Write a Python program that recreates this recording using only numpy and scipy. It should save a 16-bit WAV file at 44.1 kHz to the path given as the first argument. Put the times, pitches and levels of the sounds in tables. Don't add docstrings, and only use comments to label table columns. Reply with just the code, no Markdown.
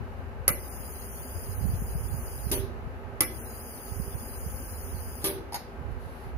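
import sys
import numpy as np
from scipy import signal
from scipy.fft import rfft, irfft
from scipy.io import wavfile
from scipy.ndimage import uniform_filter1d, map_coordinates

SR = 44100
rng = np.random.default_rng(int(sys.argv[2]) if len(sys.argv) > 2 else 0)


def amplitude_ratio(level_db):
    exponent = np.asarray(level_db, float) / 20
    return 10 ** exponent


def store_wav(level_fs):
    pcm = np.round(np.clip(np.atleast_2d(level_fs), -1, 1) * 32767)
    wavfile.write(sys.argv[1], SR, pcm.T.astype(np.int16))


N = 280917


def rms_one(x):
    return x / np.sqrt(np.mean(x ** 2) + 1e-20)


def at_hz(points, hz):
    table_hz, value = np.array(points).T[:2]
    return np.interp(np.log(np.maximum(hz, 1)), np.log(table_hz), value)


def colour(x, spectrum):
    size = 8192
    points = [(1, -120)] + list(spectrum) + [(SR / 2, -120)]
    db = at_hz(points, np.fft.rfftfreq(size, 1 / SR))
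    cepstrum = irfft(np.log(amplitude_ratio(db)))
    cepstrum[1:size // 2] *= 2
    cepstrum[size // 2 + 1:] = 0
    pulse = irfft(np.exp(rfft(cepstrum)))[:size // 2]
    pulse = pulse / np.sqrt(np.sum(pulse ** 2))
    return signal.fftconvolve(np.atleast_2d(x), pulse[None], axes=1)[:, :N]


def drift(rate):
    knots = rng.standard_normal(2000)
    return map_coordinates(knots, [np.arange(N) / SR * rate + 5], order=3)


def burst(start, rise, hold, t60):
    t = np.arange(N) / SR - start
    return np.clip(t / rise, 0, 1) * amplitude_ratio(-60 * np.clip(t - rise - hold, 0, 3) / t60)


def clicks_at(times, db):
    out = np.zeros(N)
    out[np.round(np.array(times) * SR).astype(int)] = amplitude_ratio(db)
    return out


def strike(blows, modes):
    out = 0
    for hz, db, t60 in modes:
        radius, angle = amplitude_ratio(-60 / (t60 * SR)), 2 * np.pi * hz / SR
        gain = amplitude_ratio(db) * np.sin(angle)
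        poles = [1, -2 * radius * np.cos(angle), radius * radius]
        out = out + signal.lfilter([0, gain], poles, blows + 1e-18)
    return out


def air_noise(tables, spectrum, fade):
    t, level = np.arange(N) / SR, 0
    for rows in tables:
        s, db = np.transpose(rows)
        fade_in = np.clip((t - s[0] + fade) / fade, 0, 1)
        fade_out = np.clip((s[-1] + 0.0097 - t) / 0.0036, 0, 1)
        level = level + amplitude_ratio(np.interp(t, s, db)) * fade_in * fade_out
    flutter = amplitude_ratio(0.38 * drift(42))
    return colour(level * flutter * rng.standard_normal(N), spectrum)[0]


# (frequency [Hz], correlation [-1 to 1])
LIKENESS = [(100, 0.43), (250, 1), (640, 0.71), (1400, -0.046), (3000, 0.047), (15000, -0.2)]


def pair(size):
    mid, side = rfft(rng.standard_normal((2, size)))
    alike = np.clip(at_hz(LIKENESS, np.fft.rfftfreq(size, 1 / SR)), -1, 1)
    return (np.sqrt(1 + alike) * mid + np.sqrt(1 - alike) * side * [[1], [-1]]) / np.sqrt(2)


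# (frequency [Hz], decay by 60 dB [s])
ROOM_T60 = [(200, 0.88), (1000, 0.11), (4000, 0.4), (12000, 0.2)]
DIRECT_DB, BENCH_DB, ROOM_DB = -7.5, -0.5, -7
LEFT_LAG_S = .00011


def room(x):
    size = SR // 2
    t, hz = np.arange(size) / SR, np.fft.rfftfreq(size, 1 / SR)
    spectra, tail = pair(size), 0
    edges = 100 * 2. ** np.arange(8)
    for low, high in zip(np.r_[0, edges], np.r_[edges, SR]):
        t60 = at_hz(ROOM_T60, max(low, 1) * np.sqrt(2))
        fall = amplitude_ratio(-60 * t / t60) * np.clip((t - .001) / 0.0063, 0, 1)
        band = irfft(spectra * ((hz >= low) & (hz < high)))
        tail = tail + band * fall / np.sqrt(np.sum(fall ** 2))
    quick = amplitude_ratio(-60 * t / 0.011) * (t > 8 / SR)
    bench = irfft(pair(size)) * quick / np.sqrt(np.sum(quick ** 2))
    bench = signal.sosfilt(signal.butter(2, 3000, "high", fs=SR, output="sos"), bench)
    delay = np.array([[LEFT_LAG_S], [0]]) + 8 / SR
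    direct = irfft(np.exp(-2j * np.pi * hz * delay))
    echo = amplitude_ratio(DIRECT_DB) * direct + amplitude_ratio(BENCH_DB) * bench + amplitude_ratio(ROOM_DB) * tail
    return signal.fftconvolve(x[:, None], echo[None], axes=2)[:, :, 8:N + 8]


# (frequency [Hz], level [dB per Hz])
SELF_NOISE = [(1760, -32), (3000, -5.5), (4280, -7), (5470, -12.5), (6700, -14), (8200, -20), (9820, -13),
              (13600, -13), (15300, -30)]


def self_noise():
    return amplitude_ratio(-66.5 + 0.61 * drift(10.0)) * colour(rng.standard_normal((2, N)), SELF_NOISE)


# (frequency [Hz], level [dB per Hz])
FAN = [(88, -18.5), (150, -2.5), (198, -5.5), (257, 0), (306, -11), (370, -2), (475, -6), (603, -8),
       (692, -6.5), (815, -9.5), (846, -9), (1600, -13.5), (3000, -24), (3900, -90.5), (6600, -120)]
# (frequency [Hz], width [Hz], lift [dB])
DUCT = [(230.2, 16, 4.5), (395, 4.2, 10.5), (511, 60, 4.5), (837, 68, 5.5), (1274, 52.6, 5),
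        (1565, 25, 7.5)]


def fan():
    hz = np.fft.rfftfreq(N + 1, 1 / SR)
    db = at_hz([(40, -71)] + list(FAN) + [(17000, -110)], hz)
    for centre, width, lift_db in DUCT:
        db = db + lift_db / (1 + ((hz - centre) / width * 2) ** 2)
    hum = irfft(pair(N + 1) * amplitude_ratio(db), N + 1)[:, :N]
    return amplitude_ratio(-44.5 + 0.33 * drift(8.1)) * rms_one(hum)


# (time [s], level [dB], left minus right [dB])
DRAUGHT = [(0.0, -37.5, 21), (0.05, -44.5, 5.5), (1.33, -46, 0.5), (1.7, -37, -12.5), (1.76, -39, 0),
           (2.2, -43, -13), (2.23, -41.5, 4), (2.59, -42, -17), (2.96, -44, 6), (3.05, -49, -16.5),
           (3.32, -44, 6.5), (3.99, -52.5, -5), (4.22, -44.5, 2.5), (4.98, -41.5, -3), (5.66, -51, 4),
           (5.91, -41.5, -17), (6.21, -52, 13), (6.37, -37.5, -11)]
# (frequency [Hz], level [dB per Hz])
RUMBLE = [(20, -40), (33, -16), (45, -6), (62, -1.5), (90, -5), (120, -14), (200, -34.5)]
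# (frequency [Hz], level [dB per Hz])
BUFFET = [(60, -39.5), (110, 7.5), (150, -10), (220, -10.5), (350, -29)]
# (time [s], peak level [dB], pitch [Hz], port [0 left, 1 right])
GUSTS = [(0.408, -28, 104, 0), (0.506, -22, 122, 1), (0.807, -30.5, 126, 0), (1.361, -25, 88, 0),
         (1.497, -27, 127, 1), (1.506, -32, 105, 0), (1.611, -23.5, 128, 1), (1.657, -15.5, 146, 1),
         (1.741, -19.5, 114, 0), (1.823, -21, 150, 0), (1.958, -19.5, 112, 0), (2.043, -21, 94, 1),
         (2.106, -31, 104, 0), (2.144, -18.5, 115, 1), (2.469, -22, 126, 1), (2.606, -24.5, 93, 1),
         (2.649, -36, 109, 1), (2.876, -26, 128, 0), (3.084, -28.5, 143.5, 1), (3.924, -24, 117, 1),
         (4.001, -18.5, 152, 1), (4.082, -28, 119, 1), (4.156, -24, 102, 1), (4.467, -25, 122, 1),
         (4.545, -28, 92, 0), (4.949, -25.5, 96, 1), (5.816, -27.5, 114, 1), (5.914, -29, 116, 1),
         (6.068, -29.5, 97.5, 1), (6.271, -30.5, 134, 1)]
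RUMBLE_DB = 5
LULL_DB, LULLS_PER_S = 1, 7.0
SWELL_DB, SWELL_S = -10, 0.035
SMALL_EDDY_DB, SMALL_EDDY_SPREAD_DB = 2.5, 5
EDDY_HZ, EDDY_SPREAD_HZ = 112, 4


def weak_eddies(steady):
    when, port = rng.random((2, 30))
    size, pitch = rng.standard_normal((2, 30))
    at, port = (when * (N - 1)).astype(int), port.round().astype(int)
    peak_db = steady[port, at] + SMALL_EDDY_DB + SMALL_EDDY_SPREAD_DB * size
    return np.c_[at / SR, peak_db, EDDY_HZ + EDDY_SPREAD_HZ * pitch, port]


def draught():
    t = np.arange(N) / SR
    s, level_db, lean_db = np.transpose(DRAUGHT)
    lean = np.interp(t, s, lean_db) / 2 * np.array([[1], [-1]])
    steady = np.interp(t, s, level_db) + lean
    low = colour(rng.standard_normal((2, N)), RUMBLE)
    sharp = colour(rng.standard_normal((2, N)), BUFFET)
    low = low / np.sqrt(uniform_filter1d(low ** 2, size=3000) + 0.091)
    lulls = LULL_DB * np.array([drift(LULLS_PER_S), drift(LULLS_PER_S)])
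    power = amplitude_ratio(2 * (steady + RUMBLE_DB + lulls))
    for s, peak_db, hz, port in GUSTS:
        power[round(port)] += amplitude_ratio(2 * (peak_db + SWELL_DB)) * np.exp(-((t - s) / SWELL_S) ** 2)
    db = 10 * np.log10(power)
    out = amplitude_ratio(db) * low + amplitude_ratio(2.4 * (db + 29.5) - 44.0) * sharp
    eddies = np.r_[np.array(GUSTS), weak_eddies(steady)]
    for (s, peak_db, hz, port), turn in zip(eddies, rng.random(len(eddies))):
        near = slice(max(round((s - .04) * SR), 0), round((s + .04) * SR))
        cycles = (t[near] - s) * hz * 0.97
        swell = amplitude_ratio(peak_db + 1.5) * np.exp(-(cycles / 0.44) ** 2)
        out[round(port), near] += swell * np.cos(2 * np.pi * (cycles - 0.083 * cycles ** 2 + turn))
    return out


# (time [s], level [dB])
RUSTLE = [
    (5.9, -76),
    (5.916, -64),
    (5.964, -90),
    (6.002, -64),
    (6.238, -61),
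    (6.298, -64.5),
    (6.35, -85),
]
# (frequency [Hz], level [dB per Hz])
CLOTH = [(2650, -10), (4500, -2), (4980, -8), (6110, -11), (8080, -13), (8860, -14), (9560, -4.5),
         (10700, -1), (15200, -13)]


def rustle():
    return np.array([air_noise([RUSTLE], CLOTH, fade=.05), air_noise([RUSTLE], CLOTH, fade=.05)])


# (time [s], knock level [dB], rattle level [dB])
TOGGLE = [
    (5.5222, -24, -41.5),
    (5.5300, -31, -40.5),
    (5.5420, -19, -29),
    (5.5490, -49.5, -41),
    (5.5570, -43, -34),
]
# (frequency [Hz], level [dB per Hz])
SNAP = [(710, -22), (1200, -6), (1640, -6), (1980, -4), (3050, -11.5), (3280, -11.5), (5090, -6),
        (6110, -19), (6650, -8), (7410, -31), (9170, -12), (13300, -10.5), (15500, -27)]
# (frequency [Hz], level [dB], decay by 60 dB [s])
PANEL = [(744, -6, 0.047), (846, 3.5, 0.033), (917, -2, 0.044), (940, -1.5, 0.04)]


def toggle():
    s, knock_db, rattle_db = np.transpose(TOGGLE)
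    rattle = sum(amplitude_ratio(d) * burst(t, 0.00035, 0.001, 0.047) for t, d in zip(s, rattle_db))
    knock = strike(clicks_at(s + 0.00146, knock_db - 32.5), [(865, 0, 0.007)])
    return strike(knock, PANEL) + colour(rattle * rng.standard_normal(N), SNAP)[0]


# (time [s], thump level [dB], vent level [dB], vent hold [s])
SHUTS = [
    (2.5135, -15.5, -27.5, .045),
    (5.2410, -18, -27, .045),
]
# (frequency [Hz], level [dB per Hz])
VENT = [(530, -32), (900, 2.5), (1200, -1), (1300, -8), (1580, -1.5), (2450, -4.5), (2630, -4.5),
        (4050, -1), (4620, -6), (6680, -9.5), (7530, -13), (9010, -9), (9910, 1), (14000, -1),
        (15600, -3.5)]
# (frequency [Hz], level [dB], decay by 60 dB [s])
BARREL = [(215, -58, 0.13), (351, -45, 0.35), (390.4, -31, 0.17), (393, -35.5, 0.056), (470.5, -36, 0.3),
          (585, -42, 0.3), (760, -70, .05)]


def valve_shuts():
    t, thump, puff = np.arange(N) / SR, 0, 0
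    for s, thump_db, vent_db, hold in SHUTS:
        phase = (t - s - .0013) / .0009
        thump = thump + amplitude_ratio(thump_db) * (phase ** 2 - 1) * np.exp(-phase ** 2 / 2)
        first_rush = burst(s + 0.00039, 0.0003, 0.0029, 0.16)
        emptying = 0.45 * burst(s + 0.00047, 0.00079, hold, 0.19)
        puff = puff + amplitude_ratio(vent_db) * (first_rush + emptying)
    air = puff * amplitude_ratio(0.49 * drift(180)) * rng.standard_normal(N)
    blow = clicks_at([s + 0.0115 for s, *rest in SHUTS], 2.5) + 1.3 * air
    return thump + colour(air, VENT)[0] + strike(blow, BARREL)


# (time [s], level [dB])
FLOW = [
    [(0.62, -47), (0.922, -45.5), (1.566, -46), (1.724, -47.5), (2.5, -45.5)],
    [(3.35, -46.5), (4.732, -46), (5.23, -47)],
]
# (frequency [Hz], level [dB per Hz])
JET = [(1470, -41.5), (2500, -13.5), (3600, -9.5), (4140, -7), (4480, -9.5), (4950, -6.5), (5520, -15),
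       (6400, -7.5), (7470, -9), (8330, -18), (9890, -4.5), (12500, -3), (13600, -5), (15000, -4.5),
       (16000, -18.5)]


def line_hiss():
    return air_noise(FLOW, JET, fade=0.11)


# (frequency [Hz], left minus right [dB])
JET_SIDE = [(3000, -3), (8000, 3), (9500, 7.5), (11500, -3), (13000, 3), (15000, 16)]


def beam(air):
    lean_db = at_hz(JET_SIDE, np.fft.rfftfreq(N + 1, 1 / SR)) / 2 * np.array([[1], [-1]])
    return irfft(rfft(air, N + 1) * amplitude_ratio(lean_db), N + 1)[:, :N]


# (time [s], peak level [dB])
OPENS = [
    (0.4792, -5),
    (0.4806, -13),
    (0.487, -14),
    (0.4907, -19),
    (3.2063, -5.5),
    (3.2098, -10.5),
    (3.2185, -17),
]
# (frequency [Hz], level [dB per Hz])
PLUNGER = [(120, -6.5), (200, -45), (418, -18), (502, -1.5), (753, -19), (1190, -3), (1310, -7.5),
           (1990, -14), (3000, -18.5), (4500, -18), (6500, -19), (8200, -30), (10500, -6), (12400, -9),
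           (15400, -15.5), (16300, -36)]
# (frequency [Hz], level [dB], decay by 60 dB [s])
CASE = [(347.5, -30, 0.053), (384, -19.5, .05), (523.4, -27.5, 0.039), (895, -21.5, 0.029),
        (1200, -57.5, .03), (1246, -57, 0.028), (2036, -24.5, 0.092), (2307, -16.5, 0.014),
        (10730, -26.5, 0.045), (14700, -42.5, .012)]


def valve_opens():
    s, db = np.transpose(OPENS)
    crack = sum(amplitude_ratio(d - 2.0) * burst(t, 0.00023, 0.00039, 0.01) for t, d in OPENS)
    creep = sum(amplitude_ratio(-73.5) * burst(t - .0035, 0.0026, 0.000405, .004) for t in s[[0, 4]])
    blow = (crack + creep) * rng.standard_normal(N) + clicks_at(s, db + 8)
    return colour(blow, PLUNGER)[0] + strike(clicks_at(s, db + 4.5), CASE)


def scene():
    background = self_noise() + fan() + draught()
    dispenser = valve_opens() + valve_shuts() + toggle()
    blows, air = room(np.array([dispenser, line_hiss()]))
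    return background + rustle() + blows + beam(air)


# (frequency [Hz], level against the 9-15 kHz level [dB])
MASK = [(2500, -20), (3000, -11), (3300, -2), (4000, -4.5), (4600, -3), (5500, -9.5), (6400, -9),
        (7300, -1.5), (8000, -9), (8700, -6), (11200, -8), (12600, -1.5), (14000, -9), (15500, -12)]
MASK_CHANCE_DB = 3.8


def drop_masked(x):
    hop, start = 1024, 1024 - 142
    count = (N + start) // hop + 1
    padded = np.pad(x, ((0, 0), (start, (count + 1) * hop - start - N)))
    window = np.sin(np.pi * (np.arange(2 * hop) + .5) / (2 * hop))
    frames = np.arange(count)[:, None] * hop + np.arange(2 * hop)
    spectra = rfft(padded[:, frames] * window)
    edges = np.arange(120, 729, 16)
    width = np.diff(edges)
    power = np.add.reduceat(np.sum(abs(spectra) ** 2, axis=0), edges, axis=1)[:, :-1] / width
    treble = power[:, -19:].mean(axis=1)
    chance = uniform_filter1d(rng.standard_normal(power.shape), size=2, axis=0) * np.sqrt(2)
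    mask_db = at_hz(MASK, edges[:-1] * SR / 2 / hop) + MASK_CHANCE_DB * chance
    bar = treble[:, None] * amplitude_ratio(2 * mask_db)
    bar *= np.clip(treble / np.median(treble), 0, 1)[:, None] ** .3
    attack = treble > 4 * np.r_[treble[:2], treble[:-2]]
    bar[attack] = 0
    kept = spectra[..., edges[0]:edges[-1]]
    kept *= np.repeat(power > bar, width, axis=1)
    kept *= abs(kept) ** 2 > .8 * np.repeat(bar, width, axis=1)
    halves = (irfft(spectra) * window).reshape(2, count, 2, hop)
    joined = (halves[:, 1:, 0] + halves[:, :-1, 1]).reshape(2, -1)
    return np.c_[x[:, :hop - start], joined, x[:, hop - start + joined.shape[1]:]][:, :N]


def roll_off(x):
    return signal.sosfilt(signal.butter(12, 16820, fs=SR, output="sos"), x)


def record(dry):
    rounded = .8 * np.tanh(dry / .8)
    low_pass = signal.ellip(10, .5, 60, 15560, fs=SR, output="sos")
    mix = drop_masked(signal.sosfilt(low_pass, rounded))
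    return roll_off(mix)


dry = scene()
out = record(dry)
store_wav(out)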